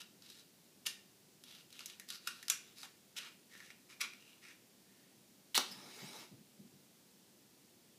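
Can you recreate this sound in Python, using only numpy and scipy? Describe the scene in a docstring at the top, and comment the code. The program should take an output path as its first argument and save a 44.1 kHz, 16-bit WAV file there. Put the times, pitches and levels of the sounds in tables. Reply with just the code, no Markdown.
"""In a quiet kitchen a matchbox is handled: card and sticks click, slide and rustle.
One match is dragged over the striker, catches with pops and flares with a hiss and a brief
whistle, then its flame flutters softly. Knocks are sharp pulses, rubbing is a stream of tiny
slips, and fire and air are made of noise. Filters give each its colour. The table top echoes
all but the flame, the walls echo it too, and a rumble, thin hiss and faint hum lie beneath."""
import sys
import numpy as np
from scipy import signal
from scipy.io import wavfile
from scipy.ndimage import uniform_filter1d

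SR = 44100
rng = np.random.default_rng(int(sys.argv[2]) if len(sys.argv) > 2 else 0)


def log_audio(samples):
    """Write samples as a 16-bit WAV file to the path given in sys.argv[1]."""
    # one column per channel
    frames = np.atleast_2d(samples).T
    # limit to full scale, then quantise
    limited = np.clip(frames, -1, 1)
    pcm = np.round(limited * 32767).astype(np.int16)
    wavfile.write(sys.argv[1], SR, pcm)


N = 351918
TIME = np.arange(N) / SR  # seconds
BINS = np.fft.rfftfreq(4096, 1 / SR)  # the pitches, in Hz, at which colours are worked out
EDGE_HZ = 15450  # upper limit of the sound
LEAST_LIFT_DB = 6.5  # least basic lift of a favoured pitch

# All level_db columns are relative levels, before the layers are mixed.
# Soft rubs of card, the first a short slide as the sound begins: start_s [s], length_s [s],
# level_db [dB], favoured pitch_hz [Hz], tilt_db [dB per octave, plus is brighter]
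RUBS = [(0.0, 0.016, -51, 2770, -1.5), (0.2, 0.25, -63, 4060, 0.5), (1.431, 0.21, -61.5, 3400, -0.5),
        (1.689, 0.3, -62.5, 3400, -0.3), (2.073, 0.11, -53.5, 4500, 0), (2.189, 0.27, -63.5, 4050, 0),
        (2.62, 0.14, -69, 3500, -1), (2.75, 0.11, -58.5, 4500, 1), (2.827, 0.036, -54.5, 790, -1),
        (3.47, 0.27, -63, 1930, -0.5), (3.883, 0.07, -59.5, 2200, -1.5), (4.129, 0.27, -67.5, 2830, -0.5),
        (4.404, 0.14, -60, 2100, -2.5), (4.829, 0.35, -77.5, 1940, -2.5)]
# A standing wave between the walls: pitch_hz [Hz], width_hz [Hz], level_db [dB]
ROOM_MODE = [(196, 13.5, 5.5)]


def amp(db):
    """Turns decibels into a gain."""
    return 10 ** (np.asarray(db) / 20)


def evened(x):
    """Scales to an average (rms) strength of one."""
    return x / np.sqrt(np.mean(x ** 2) + 1e-20)


def read(points, hz):
    """Reads between the points of a curve, with pitch spaced as in octaves."""
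    f, value = np.transpose(points)
    return np.interp(np.log(hz + 1), np.log(f + 1), value)


def follow(points):
    """Reads a curve of (time, value) points at every moment, with straight lines between them."""
    return np.interp(TIME, *np.transpose(points))


def envelope(start_s, attack_s, hold_s, decay_s):
    """Gain over time: a straight rise, a hold and a fading tail."""
    age = TIME - start_s
    fade = np.exp(-np.maximum(age - attack_s - hold_s, 0) / decay_s)
    return np.clip(age / attack_s, 0, 1) * fade


def add(mix, s, sound):
    """Mixes a sound in at time s."""
    part = mix[max(round(s * SR), 0):][:len(sound)]
    part += sound[:len(part)]


def peaks(modes):
    """The bumps, in dB, that a set of resonances adds to a colour."""
    return sum(db / (1 + (2 * (BINS - hz) / width) ** 2) for hz, width, db in modes)


def octaves(hz):
    """Distance of every bin from hz, in octaves."""
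    return np.log2(np.maximum(BINS, 100) / hz)


def ring(drive, colour_db):
    """Sounds a drive through a body of this colour, which rings only after it is hit; energy is kept."""
    log_gain = np.log(amp(np.maximum(colour_db, colour_db.max() - 80)))
    circle = np.concatenate([log_gain, log_gain[-2:0:-1]])
    # The matching phase places the response after the blow, as early as it can be.
    response = np.fft.ifft(np.exp(np.conj(signal.hilbert(circle)))).real
    out = signal.oaconvolve(drive, response)
    return out * np.linalg.norm(drive) / (np.linalg.norm(out) + 1e-20)


def resonate(x, hz, width_hz):
    """A resonance that follows the pitch curve hz: shift that pitch to zero, smooth, shift back."""
    turn = np.exp(2j * np.pi * np.cumsum(hz) / SR)
    r = np.exp(-np.pi * width_hz / SR)
    smooth = signal.lfilter([1 - r], [1, -r], x / turn + 1e-18)
    return 2 * (turn * smooth).real


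def grains(count, per_s, spread_db):
    """Tiny slips or bursts at random moments, of random sign and size."""
    size = amp(spread_db * np.minimum(rng.exponential(1, count), 4))
    happens = rng.random(count) < per_s / SR
    return evened(size * rng.choice([-1, 1], count) * happens)


def crack(decay_s, count):
    """One sharp release, as strong as 2 ms at unit level; each fibre holds back its own pitch a little."""
    hz = (np.arange(count) + rng.random(count)) * EDGE_HZ / count
    r = np.exp(-1 / (decay_s * SR))
    drive = signal.unit_impulse(SR // 40)
    for a in -2 * r * np.cos(2 * np.pi * hz / SR):
        drive = signal.lfilter([r * r, a, 1], [1, a, r * r], drive)  # delays without changing loudness
    return drive * np.sqrt(SR / 500)


def room_air():
    """Steady ventilation rumble and thin hiss: noise given the colour of the room."""
    # Background colour: pitch_hz [Hz], level_db [dB per Hz, relative]
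    quiet = [(15, -59.5), (25, -41), (113, -9.5), (152, -5.5), (246, -4.5), (322, -7), (359, -6.5),
             (433, -11), (495, -13), (741, -16.5), (871, -18), (1200, -22), (4870, -18), (14300, -23),
             (15500, -23)]
    air = ring(rng.standard_normal(N), read(quiet, BINS) + peaks(ROOM_MODE))[:N]
    return amp(-65.5) * evened(air)


def appliance_hum():
    """A faint appliance hum: a few steady pure tones."""
    # Hum tones: pitch_hz [Hz], level_db [dB, relative]
    tones = [(242.2, -83.5), (360.7, -83), (511.4, -87.5)]
    hum = np.zeros(N)
    for hz, db in tones:
        hum += amp(db) * np.sqrt(2) * np.sin(2 * np.pi * (hz * TIME + rng.random()))
    return amp(-5) * hum


def lift(hz):
    """Basic lift, in dB, of a favoured pitch: low pitches of the box stand out more."""
    return max(11.5 - 7 * np.log2(hz / 2000), LEAST_LIFT_DB)  # 11.5 dB at 2 kHz, 7 dB less per octave up


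def box_colour(hz, lift_db, tilt_db, width_octaves=0.2, uneven_db=1.5):
    """Each contact favours one pitch and has its own brightness, with small random unevenness."""
    # Broad colour of the card: pitch_hz [Hz], level_db [dB]
    card_colour = [(40, -37), (100, -33), (300, -18.5), (700, -17.5), (1100, -8), (2500, -3.5),
                   (4500, -1.5), (8000, -6.5), (12000, -7.5), (15500, -21)]
    # Resonances of the box: pitch_hz [Hz], width_hz [Hz], level_db [dB]
    box_modes = [(1130, 75, 2.9), (1433, 120, 8.9), (1823, 120, 5.8), (2415, 130, 6.2), (2800, 120, 8.6),
                 (3170, 70, 1.8), (3890, 200, 4.8), (4610, 86, 2.1), (5080, 180, 5.5), (5960, 330, 4.5),
                 (6940, 140, 3), (7900, 480, 1.3)]
    favoured = lift_db * np.exp(-.5 * (octaves(hz) / width_octaves) ** 2)
    rough = rng.standard_normal(len(BINS))
    uneven = evened(uniform_filter1d(uniform_filter1d(rough, size=70), size=50))
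    body = read(card_colour, BINS) + peaks(box_modes)
    return body + favoured + tilt_db * octaves(hz) + uneven_db * uneven


def movements():
    """Lists every rub and each part of every shove: (s, length, dB, Hz, lift, tilt, shape)."""
    # Shoves of the tray, and the short rasp within the loud knock at 2.5 s: start_s [s], length_s [s],
    # level_db [dB], favoured pitch_hz [Hz], tilt_db [dB per octave], settle_s [s], settle_db [dB]
    shoves = [(0.8613, 0.0095, -32, 3220, 1.5, 0.045, -61), (2.2703, 0.0077, -39, 3030, -0.5, 0.012, -51),
              (2.4995, 0.0029, -27.5, 5140, 0.5, 0.02, -60), (3.163, 0.027, -43, 3260, 0, 0.11, -55),
              (4.005, 0.016, -35, 2230, -0.3, 0.042, -49.5)]
    # Shapes: share spent speeding up and slowing down, rise from start to end in dB
    rub_shape, push_shape, settle_shape = (0.51, -1.2), (0.26, 6), (0.31, -1.6)
    creep_s, creep_db = 0.0074, -18
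    duller_db = -3  # change of tilt per octave
    for s, length, db, hz, tilt_db in RUBS:
        yield s, length, db, hz, lift(hz), tilt_db, rub_shape
    for s, length, db, hz, tilt_db, settle_s, settle_db in shoves:
        # A soft creep leads in.
        yield s - creep_s, creep_s, db + creep_db, hz, LEAST_LIFT_DB, tilt_db + duller_db, push_shape
        yield s, length, db, hz, 1.06 * lift(hz), tilt_db, push_shape
        # Past the middle comes a short, low bump.
        yield s + 0.6 * length, 0.007, db - 9.5, 1240, 4.5, -1, settle_shape
        # Then the sticks slide to rest, duller than before.
        yield s + length, settle_s, settle_db, hz, 0.63 * lift(hz), tilt_db + duller_db, settle_shape


def slides(slips_per_stroke=70, least_per_s=300):
    """Card sticks and slips on card: quick strokes rasp, slow ones crackle. Returns direct and thrown sound."""
    direct, thrown = np.zeros((2, N))
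    for s, length, db, hz, lift_db, tilt_db, (taper, rise_db) in movements():
        count = int(length * SR)
        slips = grains(count, least_per_s + slips_per_stroke / length, spread_db=2.5)
        slips += 0.54 * rng.standard_normal(count)  # a soft rustle beneath the slips
        speed = signal.windows.tukey(count, taper) * amp(np.linspace(0, rise_db, count))
        slips = amp(db) * evened(slips * speed)
        add(direct, s, ring(slips, box_colour(hz, lift_db, tilt_db)))
        add(thrown, s, ring(slips, box_colour(hz, 0.78 * lift_db, tilt_db)))
    return direct, thrown


def contacts():
    """Lists the clear clicks, then ticks of loose sticks scattered through the rubs: (s, dB, Hz, tilt)."""
    # Clicks of sticks and box: start_s [s], level_db [dB], favoured pitch_hz [Hz], tilt_db [dB per octave]
    clear_clicks = [(0.017, -45, 4530, 0), (0.222, -51, 4320, 1), (0.301, -47, 4030, 3.5),
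                    (1.438, -47, 3520, 3), (1.727, -47.5, 3880, 1.5), (1.7924, -40.5, 2740, 0),
                    (1.806, -43, 4500, -2.5), (1.859, -37, 6680, 5.5), (1.899, -44, 3460, 0),
                    (1.998, -41, 1900, 4), (2.088, -42.5, 3800, 3.5), (2.103, -35, 3880, 1.5),
                    (2.2736, -29, 1450, 2.1), (2.428, -42, 1900, 2.5), (2.4824, -32, 4800, 1.5),
                    (2.4999, -20, 7340, 3), (2.7844, -50, 4400, 3), (2.8315, -41, 4110, -2.5),
                    (3.552, -47.5, 1870, -5), (3.603, -45, 1890, -2), (3.7038, -46, 2140, -4),
                    (4.0135, -32, 5300, 0), (4.135, -47, 2260, -0.5)]
    ticks_per_s, tick_db, tick_spread_db = 14, 8, 2  # levels relative to the rub
    yield from clear_clicks
    for s, length, db, hz, tilt_db in RUBS:
        for place, strength in rng.random((int(length * ticks_per_s), 2)):
            level_db = db + tick_db + tick_spread_db * (2 * strength - 1)
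            yield s + place * length, level_db, hz, tilt_db + 2.5


def clicks():
    """Sticks and tray knock against the box. Returns the direct sound and what is thrown to the walls."""
    direct, thrown = np.zeros((2, N))
    for s, db, hz, tilt_db in contacts():
        lift_db = 1.18 * lift(hz)
        blow = amp(db) * crack(decay_s=0.0018, count=13)
        # A random, evenly spaced ripple varies the colour of each click.
        ripple_db = 2.6 * np.cos(2 * np.pi * (BINS / rng.uniform(1100, 2200) + rng.random()))
        add(direct, s, ring(blow, box_colour(hz, lift_db, tilt_db) + ripple_db))
        add(thrown, s, amp(-6) * ring(blow, box_colour(hz, 0.89 * lift_db, tilt_db - .4)))
    return direct, thrown


def scrape():
    """The match head rasps over the grit in tiny slips, while the stick's ring climbs in pitch."""
    # The head lands softly, then digs into the grit: time_s [s], bite [0 to 1]
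    bite_curve = [(5.55, 0.4), (5.553, 0.97)]
    # The stick's ring climbs along the stroke: time_s [s], pitch_hz [Hz]
    rasp_curve = [(5.545, 3080), (5.555, 3380), (5.564, 4130), (5.577, 4300)]
    # Colour of the striker: pitch_hz [Hz], level_db [dB]
    striker_colour = [(60, -61), (150, -23), (450, -19), (1000, -14), (2100, -11), (2500, -16),
                      (3000, -8.5), (4200, -1), (5200, -10.5), (12300, -12), (15500, -17)]
    # Resonances of the striker: pitch_hz [Hz], width_hz [Hz], level_db [dB]
    striker_modes = [(825, 140, -2), (1540, 110, 6), (2096, 260, 8), (2920, 180, 9)]
    bite = follow(bite_curve)
    stroke = envelope(start_s=5.5447, attack_s=0.00086, hold_s=0.029, decay_s=0.0037)
    grit = amp(-31) * stroke * grains(N, per_s=6000, spread_db=2.5)
    soft = signal.sosfilt(signal.butter(2, [1300, 6000], "bandpass", fs=SR, output="sos"), grit)
    contact = bite * grit + (1 - bite) * soft
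    rough = amp(-1.5) * ring(contact, read(striker_colour, BINS) + peaks(striker_modes))[:N]
    return rough + amp(9) * resonate(grit, follow(rasp_curve), width_hz=360)


def pops():
    """The head snags and bursts alight: sharp cracks ring with the colour of a pop."""
    # Moments of snagging and bursting: start_s [s], level_db [dB], decay_s [s], tilt_db [dB per octave]
    bursts = [(5.5522, -29, 0.0006, 5), (5.5773, -19.5, 0.00073, 1.5), (5.5786, -24, 0.0011, -2.5)]
    # Colour of a pop: pitch_hz [Hz], level_db [dB]
    pop_colour = [(40, -51), (100, -36), (170, -14), (260, 0.5), (380, -7.5), (560, -6), (1050, -1),
                  (2000, -6), (4000, -0.5), (6500, -6), (10000, -9), (15500, -16)]
    # Resonances of a pop: pitch_hz [Hz], width_hz [Hz], level_db [dB]
    pop_modes = [(785, 46, 10), (1420, 180, 3), (2910, 290, 11.5), (3760, 100, 6), (4350, 114, 6),
                 (5760, 200, 10.5)]
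    out = np.zeros(N)
    for s, db, decay_s, tilt_db in bursts:
        colour_db = read(pop_colour, BINS) + peaks(pop_modes) + tilt_db * octaves(1000)
        add(out, s, amp(db) * ring(crack(decay_s, count=9), colour_db))
    return out


def sputter(x, patchy_db):
    """Makes a hiss uneven: brief patches of a few hundred hertz swell and sink."""
    z = signal.stft(x, SR, nperseg=512)[2]
    patches = uniform_filter1d(rng.standard_normal(z.shape), size=7, axis=0)  # across pitch
    patches = uniform_filter1d(patches, size=6, axis=1)  # across time
    return signal.istft(z * amp(patchy_db * evened(patches)), SR, nperseg=512)[1][:N]


def flare():
    """Countless tiny gas bursts fizz from the burning head: a first burst, then a lasting jet."""
    # Colour of the hiss: pitch_hz [Hz], level_db [dB]
    hiss_colour = [(50, -39), (100, -29), (170, -4), (400, -7), (530, -11), (820, -4.5), (1000, -12),
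                   (2100, -11.5), (2700, -13.5), (4200, -14), (5200, -13.5), (8000, -17), (15500, -25.5)]
    # Resonances of the hiss: pitch_hz [Hz], width_hz [Hz], level_db [dB]
    hiss_modes = [(800, 240, -2.5), (2240, 350, 3.5), (3860, 360, 6.5), (5060, 530, 6)]
    burst = amp(-43) * envelope(start_s=5.577, attack_s=0.0053, hold_s=0.002, decay_s=0.02)
    # The jet swells by 4 dB as the fire spreads round the head.
    spread = .5 + .5 * np.tanh((TIME - 5.93) / 0.035)
    jet = amp(-57.5 + 4 * spread) * envelope(start_s=5.58, attack_s=0.044, hold_s=0.59, decay_s=0.04)
    fizz = grains(N, per_s=5000, spread_db=2.0) * (burst + jet)
    hiss = ring(fizz, read(hiss_colour, BINS) + peaks(hiss_modes))[:N]
    return sputter(hiss, patchy_db=2.5)


def whistle():
    """A spurt of gas whistles: noise through two equal resonances, with some plain noise left in."""
    jet, hz = rng.standard_normal(N), np.full(N, 5070)
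    tone = evened(resonate(resonate(jet, hz, width_hz=560), hz, width_hz=560))
    spurt = envelope(start_s=5.709, attack_s=0.0056, hold_s=0.0076, decay_s=0.007)
    return amp(-46) * spurt * (tone + .5 * jet)


def flutter():
    """The flame swells and pushes out soft low puffs of air, made of low-coloured noise."""
    # Puffs of the flame: start_s [s], level_db [dB]
    puffs = [(5.685, -61), (5.745, -59.5), (6.01, -52.5), (6.305, -55), (6.375, -61), (6.575, -55.5),
             (6.63, -61), (6.713, -64)]
    # Colour of a puff: pitch_hz [Hz], level_db [dB]
    puff_colour = [(50, -40.5), (110, -9), (150, 0.5), (190, 4), (235, -8.5), (280, -7.5), (400, -17.5),
                   (800, -37), (3000, -62)]
    count = int(0.051 * SR)  # 51 ms of air in each puff
    out = np.zeros(N)
    for s, db in puffs:
        air = rng.standard_normal(count) * signal.windows.tukey(count, .7)
        add(out, s, amp(db) * ring(evened(air), read(puff_colour, BINS) + peaks(ROOM_MODE)))
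    return out


def table_top(x):
    """The direct sound and its first bounces off the table and dishes, as short delayed copies."""
    # First bounces: delay_s [s], share [fraction of the direct sound]
    reflections = [(.0009, 0.11), (.0023, 0.32), (.0031, .14), (.0052, 0.11)]
    out = x.copy()
    for delay, share in reflections:
        add(out, delay, share * x)
    return out


def wall_tail(build_s=0.0031, treble_loss_db=2.0, early=1.0, early_s=0.035):
    """Near walls answer first and strongest; in the later wash each band dies at its own speed."""
    # Reverberation: pitch_hz [Hz], t60_s [s for the wash to fall by 60 dB]
    fade_times = [(150, 0.19), (1000, 0.41), (3000, 0.46), (7000, 0.34), (14000, 0.25)]
    count = SR * 3 // 4
    taps = rng.choice([-1, 1], count) * (rng.random(count) < 7000 / SR)  # about 7000 echoes a second
    hz, t, z = signal.stft(taps, SR, nperseg=256)
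    decay_db = -60 * t / read(fade_times, hz)[:, None]
    dull_db = treble_loss_db * hz[:, None] / 10000
    tail = signal.istft(z * amp(decay_db - dull_db), SR, nperseg=256)[1][:count]
    age = TIME[:count]
    tail = tail * (1 - np.exp(-(age / build_s) ** 2)) * (1 + early * np.exp(-age / early_s))
    return tail / np.linalg.norm(tail)


def kitchen(x, count=4, low_hz=150):
    """Overlapping short slices of the sound feed four random tails in turn, blending into a smooth wash."""
    turn = TIME / .0055  # a new slice begins every 5.5 ms
    out = np.zeros(N)
    for place in range(count):
        share = np.maximum(1 - abs((turn - place) % count - 1), 0)
        slices = x * np.sin(np.pi / 2 * share)
        out += signal.oaconvolve(slices, wall_tail())[:N]
    return signal.sosfilt(signal.butter(3, low_hz, "highpass", fs=SR, output="sos"), out)


def scene():
    """All sounds of the match, near and by way of the walls, over the quiet room."""
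    background = room_air() + appliance_hum()
    card, card_thrown = slides()
    ticks, ticks_thrown = clicks()
    scratch = scrape() + pops()
    hiss = flare() + whistle()
    flame = flutter()
    near = table_top(ticks + card + scratch + hiss) + flame
    thrown = ticks_thrown + amp(-5) * card_thrown
    thrown += amp(-6) * scratch + amp(-5) * hiss + amp(-4.5) * flame
    mix = amp(-2.5) * near + amp(-2) * kitchen(thrown) + background
    return mix[None]


def record(dry):
    """The microphone sheds deep bass, then a steep filter removes the highest treble."""
    thin = signal.sosfilt(signal.butter(1, 55, "highpass", fs=SR, output="sos"), dry)
    band_limit = signal.firwin(511, EDGE_HZ, window=("kaiser", 9), fs=SR)
    return signal.oaconvolve(thin, band_limit[None], "same")


dry = scene()
out = record(dry)
log_audio(out)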